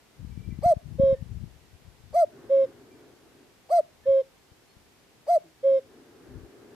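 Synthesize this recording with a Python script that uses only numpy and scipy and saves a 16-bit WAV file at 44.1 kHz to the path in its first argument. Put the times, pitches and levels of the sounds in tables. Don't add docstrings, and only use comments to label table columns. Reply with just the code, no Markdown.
import sys
import numpy as np
from scipy import signal
from scipy.fft import rfft, irfft, next_fast_len
from scipy.io import wavfile
from scipy.ndimage import uniform_filter1d

SR = 44100
rng = np.random.default_rng(int(sys.argv[2]) if len(sys.argv) > 2 else 0)


def log_audio(samples):
    frames = np.atleast_2d(samples).T
    limited = np.clip(frames, -1, 1)
    pcm = np.round(limited * 32767).astype(np.int16)
    wavfile.write(sys.argv[1], SR, pcm)


N = 297661
TIME = np.arange(N) / SR

# start in seconds, length in seconds,
# level in dB before its swell, pitch in Hz where the opening scoop ends.
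CUCK_NOTES = [(0.6263, 0.113, -13.9, 707.5), (2.1356, 0.1144, -14.6, 702), (3.6975, 0.1125, -14.7, 703.5),
              (5.2718, 0.1114, -15.2, 705)]


def amp(db):
    return 10 ** (np.asarray(db) / 20)


def evened(x):
    return x / np.sqrt(np.mean(x ** 2) + 1e-20)


def read(points, hz):
    f, value = np.transpose(points)
    return np.interp(np.log(hz + 1), np.log(f + 1), value)


def add(mix, s, sound):
    part = mix[..., max(round(s * SR), 0):][..., :sound.shape[-1]]
    part += sound[..., :part.shape[-1]]


def ease(u):
    return np.sin(np.pi / 2 * np.clip(u, 0, 1))


def drift(rate_hz):
    size = next_fast_len(N, True)
    hz = np.fft.rfftfreq(size, 1 / SR)
    spectrum = rfft(rng.standard_normal(size)) * np.exp(-(hz / rate_hz) ** 2)
    return evened(irfft(spectrum, size)[:N])


def smooth_noise(length, size):
    once = uniform_filter1d(rng.standard_normal(length), size)
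    return evened(uniform_filter1d(once, size))


def noise(colour, likeness):
    size = next_fast_len(N, True)
    hz = np.fft.rfftfreq(size, 1 / SR)
    a, b = rfft(rng.standard_normal((2, size))) * amp(read(colour, hz))
    same = np.clip(read(likeness, hz), -1, 1)
    right = same * a + np.sqrt(1 - same ** 2) * b
    pair = irfft(np.array([a, right]), size)[:, :N]
    return pair / pair.mean(0).std()


def swells(rows, edge_s, rest_db):
    power = amp(rest_db) ** 2
    for s, length, db, growth in rows:
        t = np.clip(TIME - s, 0, length)
        edges = (ease(t / edge_s) * ease((length - t) / edge_s)) ** 2
        power = power + (amp(db + growth * t) * edges) ** 2
    return np.sqrt(power)


def still_air(level_db=-62):
    # frequency in Hz, relative density in dB per Hz.
    hiss_colour = [(15, -36.5), (25, -7), (133, -4.5), (210, -4.5), (400, -3.5), (470, -5), (599, -9.5),
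                   (704, -8), (1240, -13), (2010, -13), (5160, -17.5), (10700, -24), (12200, -23),
                   (14000, -27), (15500, -37.5)]
    # frequency in Hz, left-right likeness from 0 to 1.
    hiss_likeness = [(60, 0.9), (300, 0.43), (1000, .45), (3000, 0.076), (12000, 0.091)]
    return amp(level_db) * noise(hiss_colour, hiss_likeness)


def eddy(hz):
    u = 2 * np.pi * hz * np.arange(-SR // 50, SR // 50) / SR
    return -u * np.exp((1 - u ** 2) / 2)


def wind(rush_db=-5, lumps_db=3, swirl_db=-6, swirls_per_s=30, core_db=-15, right_db=-17.5, surge_db=3.0, surge_hz=9):
    # frequency in Hz, relative density in dB per Hz.
    rush_colour = [(20, -13.5), (40, 1.5), (70, 3.5), (120, -0.5), (180, -6.5), (270, -17.5), (400, -26.5),
                   (600, -44), (1200, -72.5)]
    # centre in Hz, relative size in dB; swirls_per_s strike at each centre.
    small_eddies = [(80, 12.5), (120, 1.5), (180, -4.5), (270, -10)]
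    # start in seconds, length in seconds, level in dB before the closing gain, growth in dB per s.
    gusts = [(0.15, 0.64, -37.5, -2), (0.81, 0.714, -34.5, -7), (1.45, 0.87, -52.5, -4),
             (3.93, 0.3, -58, 1.5), (6.2, 0.31, -52, 0)]
    # middle in seconds, peak in dB before core and closing gain, centre in Hz.
    large_eddies = [(0.249, -32.5, 112), (0.376, -31.5, 129), (0.49, -31.5, 138), (0.526, -29, 106),
                    (0.59, -27.5, 120.7), (0.661, -23.5, 95), (0.769, -27, 84), (0.999, -17, 143),
                    (1.036, -24, 125.6), (1.128, -25.5, 110), (1.226, -27, 86), (1.44, -33, 115),
                    (4.087, -41.5, 94.8), (4.519, -49.5, 74.8), (4.769, -49, 80), (6.359, -39.5, 63.4)]

    rush = evened(amp(lumps_db * drift(25))) * noise(rush_colour, [(60, 0.39), (300, .2)])
    swirls = 0
    for hz, db in small_eddies:
        hits = (2 * rng.random(N) - 1) * (rng.random(N) < swirls_per_s / SR)
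        swirls = swirls + amp(db) * signal.oaconvolve(hits, eddy(hz), "same")
    gust_gain = swells(gusts, edge_s=.08, rest_db=-70)
    strength = gust_gain * evened(amp(surge_db * drift(surge_hz)))
    out = strength * (amp(rush_db) * rush + amp(swirl_db) * evened(swirls))
    for s, db, hz in large_eddies:
        push = eddy(hz) + amp(core_db) * eddy(1.7 * hz)
        add(out, s - len(push) / 2 / SR, amp(db) * push)
    return out * amp([[4], [4 + right_db]])


def rumble():
    # start in seconds, length in seconds, level in dB before the lean to the left, growth in dB per s.
    rumble_swells = [(2.2, 1.41, -50.5, -6), (5.55, 0.34, -54, 0.5), (5.76, 1.25, -55, 3)]
    # frequency in Hz, relative density in dB per Hz.
    rumble_colour = [(50, -31.5), (120, -6), (195, -12.5), (255, 1), (305, -3), (360, 1.5), (425, 0.5),
                     (490, -11), (600, -12), (780, -15.5), (1000, -20), (1600, -19.5), (3000, -40.5),
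                     (6000, -49.5)]
    gain = swells(rumble_swells, edge_s=0.22, rest_db=-75.5) * amp(1.3 * drift(5.7))
    lean_left = amp([[.7], [-.7]])
    return gain * noise(rumble_colour, [(300, 0.9), (1500, 0.46)]) * lean_left


def trees(x, echo_db=-31, gap=0.017):
    # frequency in Hz, time in seconds to fade by 60 dB.
    fade_times = [(500, .24), (700, .3), (2000, .22), (10000, .12)]
    # frequency in Hz, relative level in dB at the tail's start.
    tail_colour = [(540, -2), (620, -4), (700, 3), (2000, 0), (10000, -2)]
    t = np.arange(SR // 2) / SR
    struck = rng.random((2, len(t))) < 2000 / SR
    taps = rng.standard_normal((2, len(t))) * struck * (t > gap)
    hz, when, z = signal.stft(taps, SR, nperseg=256)
    fade_db = read(tail_colour, hz)[:, None] - 60 * when / read(fade_times, hz)[:, None]
    tail = signal.istft(z * amp(fade_db), SR, nperseg=256)[1]
    tail /= np.linalg.norm(tail, axis=1, keepdims=True)
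    return amp(echo_db) * signal.fftconvolve(x, tail, axes=1)[:, :N]


def small_birds(waver=.008):
    # start in seconds, length in seconds, level in dB without echo, start and end of the glide in Hz.
    pips = [(0.305, 0.041, -65, 2330, 2326), (.375, 0.04, -65, 2310, 2350),
            (0.428, 0.039, -61.5, 2335, 2345), (.502, 0.021, -58, 2335, 2314),
            (.51, .04, -63.5, 2054, 2030), (1.134, 0.04, -61, 1890, 1725), (2.9, 0.056, -66, 2350, 2370),
            (2.977, 0.03, -70, 2270, 2340), (4.033, 0.03, -58.5, 1730, 1798), (4.672, .07, -68, 4210, 4410)]
    out = np.zeros(N)
    for s, length, db, start_hz, end_hz in pips:
        hz = np.linspace(start_hz, end_hz, round(length * SR))
        hz *= 1 + waver * smooth_noise(SR, size=100)[:len(hz)]
        whistle = np.sin(2 * np.pi * np.cumsum(hz) / SR)
        add(out, s, amp(db) * signal.windows.tukey(len(hz), .7) * whistle)
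    pair = np.array([out, out])
    return pair + trees(pair, echo_db=-7)


def throat(modes, valley_db, hz, top_hz=13800):
    power = amp(valley_db) ** 2
    for centre, width, *sides_db in modes:
        power = power + (amp(sides_db)[:, None] / (1 + (2 * (hz - centre) / width) ** 2)) ** 2
    return np.sqrt(power) / (1 + (hz / top_hz) ** 40)


def course(rows, attack_s, release_s, swell_at_s, swell_s, swell_db, scoop_hz, scoop_s, sag_hz_per_s,
           drop_hz, drop_s, reed_in_s, reed_out_s):
    controls = np.zeros((3, N))
    for s, length, db, top_hz in rows:
        t = np.arange(1, length * SR) / SR
        left = length - t
        swell = amp(swell_db * np.exp(-((t - swell_at_s) / swell_s) ** 2))
        loudness = ease(t / attack_s) ** 1.5 * swell * np.tanh(left / release_s)
        scoop, drop = np.maximum([1 - t / scoop_s, 1 - left / drop_s], 0) ** 1.5
        pitch = top_hz - scoop_hz * scoop - sag_hz_per_s * (t - scoop_s) - drop_hz * drop
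        buzz = ease(t / reed_in_s) * ease(left / reed_out_s) ** 2
        add(controls, s, np.array([amp(db) * loudness, pitch, amp(db) * buzz]))
    return controls


def notes(rows, shape, modes, valley_db, air_db, flutter_db, vary_db=1.17, jitter=0.0023, pan_db=0.42):
    # frequency in Hz, phase in radians by which left leads right.
    left_lead = [(520, -.39), (740, -.33), (1050, -2.2), (1450, -2), (2100, .9), (4200, -.8), (5000, -1.5),
                 (14000, -1.5)]
    controls = course(rows, **shape)
    on = controls[0] > 1e-6
    (loudness, pitch, buzz), count = controls[:, on], on.sum()
    pitch = pitch * (1 + jitter * smooth_noise(count, size=300))
    phase = 2 * np.pi * np.cumsum(pitch) / SR

    def partial(k):
        return np.sin(k * phase + read(left_lead, k * pitch) * np.array([[.5], [-.5]]))

    overtones = 0
    for k in range(2, 25):
        fast, slow = smooth_noise(count, size=500), smooth_noise(count, size=3000)
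        flutter = amp(flutter_db * fast + vary_db * slow)
        overtones = overtones + flutter * throat(modes, valley_db, k * pitch) * partial(k)
    size = next_fast_len(count)
    resonance = throat(modes, valley_db, np.fft.rfftfreq(size, 1 / SR))
    breath = irfft(rfft(rng.standard_normal((2, size))) * resonance, size)[:, :count]
    tone = loudness * partial(1) * amp([[-pan_db], [pan_db]])
    out = np.zeros((2, N))
    out[:, on] = tone + buzz * (overtones + amp(air_db) * breath)
    return out


def onset_bursts(burst_db=-42.5):
    bursts = sum(np.exp(-((TIME - row[0] + .001) / .005) ** 2) for row in CUCK_NOTES)
    # frequency in Hz, relative density in dB per Hz.
    burst_colour = [(300, -22.5), (600, 4), (800, 0.5), (1200, -21),
                    (3300, -34.5), (4500, -23), (6000, -36), (8000, -44)]
    return amp(burst_db) * bursts * noise(burst_colour, [(1000, 0.96)])


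def far_echo(x, delay_s=.092, echo_db=-43):
    return amp(echo_db) * np.array([np.interp(TIME - delay_s, TIME, side, left=0) for side in x])


def cuckoo():
    # start in seconds, length in seconds, level in dB before its swell,
    # pitch in Hz where the opening scoop ends.
    oo_notes = [(0.9833, 0.1714, -15, 547.5), (2.4917, 0.1693, -15.1, 547.4),
                (4.0542, 0.1697, -15.2, 546.5), (5.6283, 0.1707, -15.4, 546.6)]
    cuck_shape = dict(attack_s=.041, release_s=.0123, swell_at_s=.102, swell_s=.014, swell_db=2.9, scoop_hz=226, scoop_s=.0367, sag_hz_per_s=240, drop_hz=126, drop_s=.043, reed_in_s=.024, reed_out_s=.027)
    oo_shape = dict(attack_s=.0354, release_s=.028, swell_at_s=.05, swell_s=.014, swell_db=1.2, scoop_hz=34, scoop_s=.03, sag_hz_per_s=90, drop_hz=40, drop_s=.02, reed_in_s=.036, reed_out_s=.016)
    # centre in Hz, width in Hz,
    # gain in dB at the left and at the right microphone.
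    cuck_modes = [(1153, 280, -31, -23.5), (2130, 420, -41.5, -41), (3340, 540, -54, -50.5),
                  (4183, 370, -39, -56.5), (4690, 480, -35, -40), (5580, 350, -47, -42.5),
                  (6290, 400, -43, -40), (8220, 480, -36, -37), (10200, 620, -44.5, -44.5),
                  (11980, 480, -50.5, -51.5), (13150, 360, -40, -42.5)]
    oo_modes = [(1150, 210, -55, -31), (1566, 200, -51.5, -44.5), (2090, 300, -43.5, -47.5),
                (2680, 250, -54.5, -56), (3210, 520, -54, -46.5), (3583, 400, -40.5, -51.5),
                (5305, 300, -49, -48)]
    cuck = notes(CUCK_NOTES, cuck_shape, cuck_modes, valley_db=-59, air_db=-1.5, flutter_db=3.0, pan_db=0.0)
    oo = notes(oo_notes, oo_shape, oo_modes, valley_db=-85.5, air_db=-1.5, flutter_db=1.46, pan_db=0.8)
    song = cuck + oo + onset_bursts()
    return song + far_echo(song) + trees(song, echo_db=-39)


def low_blip(start_s=5.435, length_s=0.096, db=-55, rest_hz=158, fall_hz=55, fall_s=.012, fundamental_db=-4):
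    t = np.maximum(TIME - start_s, 0)
    phase = 2 * np.pi * np.cumsum(rest_hz + fall_hz * np.exp(-t / fall_s)) / SR
    envelope = ease(t / fall_s) * ease(1 - t / length_s)
    return amp(db) * envelope * (amp(fundamental_db) * np.sin(phase) + np.sin(2 * phase))


def scene():
    return still_air() + wind() + rumble() + small_birds() + cuckoo() + low_blip()


def record(dry, low_cut_hz=42, edge_hz=15700):
    bass_cut = signal.butter(2, low_cut_hz, "highpass", fs=SR, output="sos")
    thinned = signal.sosfilt(bass_cut, dry)
    band_limit = signal.firwin(511, edge_hz, window=("kaiser", 9), fs=SR)
    return signal.oaconvolve(thinned, band_limit[None], "same")


dry = scene()
out = record(dry)
log_audio(out)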